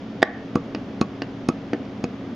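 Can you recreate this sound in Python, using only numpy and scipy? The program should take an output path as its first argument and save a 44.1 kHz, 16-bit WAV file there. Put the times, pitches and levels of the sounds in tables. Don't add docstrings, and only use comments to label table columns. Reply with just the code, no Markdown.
import sys
import numpy as np
from scipy import signal
from scipy.fft import rfft, irfft, next_fast_len
from scipy.io import wavfile
from scipy.ndimage import map_coordinates

SR = 44100
rng = np.random.default_rng(int(sys.argv[2]) if len(sys.argv) > 2 else 0)


def store_wav(level_fs):
    pcm = np.round(np.clip(np.atleast_2d(level_fs), -1, 1) * 32767)
    wavfile.write(sys.argv[1], SR, pcm.T.astype(np.int16))


N = 103635


def amp(db):
    return 10 ** (np.asarray(db) / 20)


def unit(x):
    return x / np.sqrt(np.mean(x ** 2) + 1e-20)


def along(points, hz):
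    f, v = np.transpose(points)
    return np.interp(np.log(hz + 1), np.log(f + 1), v)


def filtered(x, response):
    n = x.shape[-1]
    m = next_fast_len(n + SR // 10)
    spectrum = rfft(x, m) * response(np.fft.rfftfreq(m, 1 / SR))
    return irfft(spectrum, m)[..., :n]


def noise(spectrum, size):
    white = rng.standard_normal(size)
    return unit(filtered(white, lambda hz: amp(along(spectrum, hz))))


def diffuse(size):
    # (frequency [Hz], correlation)
    likeness = [(100, 0.99), (500, 0.98), (1200, 0.75), (2500, 0.47), (6000, 0.6)]

    def mid_side(hz):
        turn = np.arccos(np.clip(along(likeness, hz), 0, 1)) / 2
        return np.array([np.cos(turn), np.sin(turn)])

    mid, side = filtered(rng.standard_normal((2, size)), mid_side)
    return np.array([mid + side, mid - side])


def wobble(rate):
    knots = rng.standard_normal(int(N * rate / SR) + 4)
    return map_coordinates(knots, [np.arange(N) * rate / SR])


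def ventilation():
    # (frequency [Hz], relative density [dB per Hz])
    rumble_colour = [(20, -20), (50, -18.5), (90, -9), (150, -8.5), (210, 2.5), (300, -5.5), (450, -9.5),
                     (650, -13), (950, -21), (1400, -26), (2200, -29), (5000, -65)]
    # (frequency [Hz], relative density [dB per Hz])
    hiss_colour = [(200, -10), (1300, 0), (2000, -5), (2900, -4), (3400, -4.5), (4000, -10.5),
                   (5200, -12.5), (6900, -21), (7700, -46), (9500, -44), (11500, -72)]
    # (time [s], level [dB])
    rumble_level = [(0, -36), (.35, -35.5), (.7, -34), (1.25, -35), (2.35, -34.5)]
    # (frequency [Hz], level [dB rms])
    hum_lines = [(119.5, -46.5), (274.3, -40)]
    hiss_db = -50.2
    waver_hz, waver_rad = 5, .35

    def air(colour):
        return unit(filtered(diffuse(N), lambda hz: amp(along(colour, hz))))

    t = np.arange(N) / SR
    rumble_db = np.interp(t, *np.transpose(rumble_level))
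    hum = np.zeros(N)
    for hz, db in hum_lines:
        level = amp(db + wobble(waver_hz)) * np.sqrt(2)
        hum += level * np.sin(2 * np.pi * hz * t + waver_rad * wobble(waver_hz))
    rumble = amp(rumble_db) * air(rumble_colour)
    hiss = amp(hiss_db) * air(hiss_colour)
    return rumble + hiss + amp(rumble_db - rumble_db.mean()) * hum


def add(track, s, sound):
    part = track[..., max(0, round(s * SR)):][..., :sound.shape[-1]]
    part += sound[..., :part.shape[-1]]


def radiated(x, low_hz, high_hz):
    edges = [low_hz, min(high_hz, .45 * SR)]
    return signal.sosfilt(signal.butter(2, edges, 'bandpass', fs=SR, output='sos'), x)


def in_room(x, walls_db, room_db):
    # (frequency [Hz], t60 [s])
    room_t60 = [(150, 0.32), (600, 0.38), (1900, 0.42), (4000, .2), (10000, 0.15)]
    # (frequency [Hz], left minus right [dB])
    pan = [(100, 0.3), (300, 0.5), (650, 0.6), (1200, -2.5), (2500, -3.5), (5000, -2), (10000, -0.5)]
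    # (frequency [Hz], lead [rad])
    lead = [(100, 0.2), (700, -0.19), (1300, -0.47), (3000, -.33), (6000, -0.24)]
    walls_s, walls_t60_s, walls_dull_hz = 0.009, 0.035, 2800
    size = SR // 2
    t = np.arange(size) / SR

    hz, frames, z = signal.stft(diffuse(size), SR, nperseg=256)
    decay = amp(-60 * frames / along(room_t60, hz)[:, None])
    tail = signal.istft(z * decay, SR, nperseg=256)[1][:, :size]
    tail = unit(tail * (t > 2 * walls_s))

    walls = diffuse(size) * np.exp(-np.log(1000) * t / walls_t60_s)
    walls = unit(walls * (t > walls_s))
    dull_walls = signal.lfilter(*signal.butter(1, walls_dull_hz, fs=SR), walls)
    answer = (amp(walls_db) * dull_walls + amp(room_db) * tail) / np.sqrt(size)

    half = np.array([[.5], [-.5]])

    def ports(hz):
        return amp(half * along(pan, hz)) * np.exp(1j * half * along(lead, hz))

    direct = filtered(x, ports)
    return direct + signal.fftconvolve(x[None], answer, axes=1)[:, :len(x)]


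def strikes(events, modes, crack, crack_db, crack_t60, attack_s, push_s, push_db, rub_db,
            low_hz, high_hz, walls_db, room_db):
    ring_above_hz, ping_above_hz = 900, 2000
    out = np.zeros((2, N))
    t = np.arange(SR // 2) / SR
    u = np.linspace(0, 1, round(push_s * SR))
    push_shape = np.sin(np.pi * u ** 2) ** 2
    attack = 1 - np.exp(-t / attack_s)

    def fade(t60):
        return np.exp(-np.log(1000) * t / t60)

    for s, db, ring_db, ping_db, edge_db in events:
        rub = amp(rub_db + edge_db) * noise(crack, len(t))[:len(u)]
        push = push_shape * (amp(push_db) + rub)
        ring = np.zeros(len(t))
        for hz, level, t60 in modes:
            colour_db = ping_db if hz > ping_above_hz else ring_db * (hz > ring_above_hz)
            gain = amp(level + colour_db + rng.normal(0, 1))
            ring += gain * fade(t60) * np.sin(2 * np.pi * hz * t)
        contact = amp(crack_db + edge_db) * fade(crack_t60) * noise(crack, len(t))
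        blow = np.concatenate([push, (contact - ring) * attack])
        heard = in_room(radiated(blow, low_hz, high_hz), walls_db, room_db)
        add(out, s - push_s, amp(db) * heard)
    return out


def valve():
    # (time [s], level [dB], ring [dB], ping [dB], crack [dB])
    snaps = [(.2204, -23, -1.5, 5.5, 3.5), (.2281, -2.5, 0.5, -7, -2)]
    # (frequency [Hz], level [dB], t60 [s])
    modes = [(347, 0, 0.017), (480, -14.5, 0.065), (689, 4.5, 0.012), (823, -16.5, 0.056),
             (1156, -4, 0.018), (1572, -16.5, 0.057), (1762, -3.5, 0.025), (1844, -1.5, 0.029),
             (2065, -11.5, 0.026), (3020, -7, 0.013), (3446, -8.5, 0.015), (4720, -16, 0.016)]
    # (frequency [Hz], relative density [dB per Hz])
    crack = [(300, -1.5), (1500, -25), (2500, -4.5), (3400, 12.5), (4200, -1.5), (5000, 4), (7000, -12),
             (10000, -33), (15000, -42.5)]
    return strikes(snaps, modes, crack, crack_db=-10.0, crack_t60=0.016, attack_s=0.00031,
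                   push_s=0.0012, push_db=1, rub_db=-29.0, low_hz=130, high_hz=11000,
                   walls_db=-14.0, room_db=-18.5)


def piston():
    # (time [s], level [dB], ring [dB], ping [dB], crack [dB])
    knocks = [(0.5571, -4.5, 0, -5.5, -8), (1.0143, -3.5, -1.5, 0, -1.5), (1.4889, -4.5, -2, 2.5, -3),
              (2.0414, -8.5, -8.5, 5, -4)]
    # (frequency [Hz], level [dB], t60 [s])
    modes = [(244, -6, 0.023), (332, 4.5, 0.011), (472, -19, 0.096), (649, -7.5, 0.014), (800, -29, 0.012),
             (1132, -8.5, 0.027), (1267, -24, 0.093), (2364, -21.5, 0.012), (2518, -21.5, 0.022),
             (4630, -26, 0.012), (5040, -26, .013), (6670, -31, 0.021)]
    # (frequency [Hz], relative density [dB per Hz])
    crack = [(300, -15), (1500, -3.5), (2500, 5), (3400, -2), (4100, 1.5), (5000, 1), (6700, 4.5),
             (7900, -44), (9600, -1), (11200, -54), (15000, -60.5)]
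    return strikes(knocks, modes, crack, crack_db=-25.5, crack_t60=0.018, attack_s=0.00052,
                   push_s=0.0039, push_db=-7, rub_db=-18.5, low_hz=62, high_hz=9400,
                   walls_db=-9.5, room_db=-26.0)


def linkage():
    # (time [s], level [dB], ring [dB], ping [dB], crack [dB])
    ticks = [(.7485, -17.5, -13.5, -8, -2), (1.2199, -18, 2.5, 0, -2.5), (1.665, -43, -28, -9, -1),
             (1.7329, -11.5, -1, -13.5, -11), (1.853, -47, 3, 4, 6.5)]
    # (frequency [Hz], level [dB], t60 [s])
    modes = [(286.5, -1, 0.06), (360, -6, 0.038), (468, -9.5, 0.081), (674, -2.5, 0.013), (840, -22, .025),
             (1160, -18.5, 0.0087), (1560, -12, 0.023), (1770, -9.5, 0.023), (2860, -15, 0.042),
             (4600, -10.5, 0.022)]
    # (frequency [Hz], relative density [dB per Hz])
    crack = [(300, -2.5), (1500, 3.5), (2700, 2), (3400, -5.5), (5300, -2), (6800, -16.5), (8200, -37),
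             (11000, -17.5), (13000, -57.5)]
    return strikes(ticks, modes, crack, crack_db=0.0, crack_t60=.013, attack_s=0.00057,
                   push_s=0.0011, push_db=-2.5, rub_db=-12, low_hz=111, high_hz=6300,
                   walls_db=-8.5, room_db=-20)


def scene():
    return ventilation() + valve() + piston() + linkage()


def record(dry):
    limit, lag_s, release_db_per_s = 0.75, 0.008, 47
    top_hz = 15600
    t = np.arange(N) / SR
    over_db = 20 * np.log10(np.maximum(np.abs(dry).max(axis=0) / limit, 1))
    recovery_db = release_db_per_s * t
    duck_db = np.maximum.accumulate(over_db + recovery_db) - recovery_db
    lag = np.exp(-1 / (lag_s * SR))
    held = dry * amp(-signal.lfilter([1 - lag], [1, -lag], duck_db))
    clipped = held / (1 + held ** 10) ** (1 / 10)
    return filtered(clipped, lambda hz: hz < top_hz)


dry = scene()
out = record(dry)
store_wav(out)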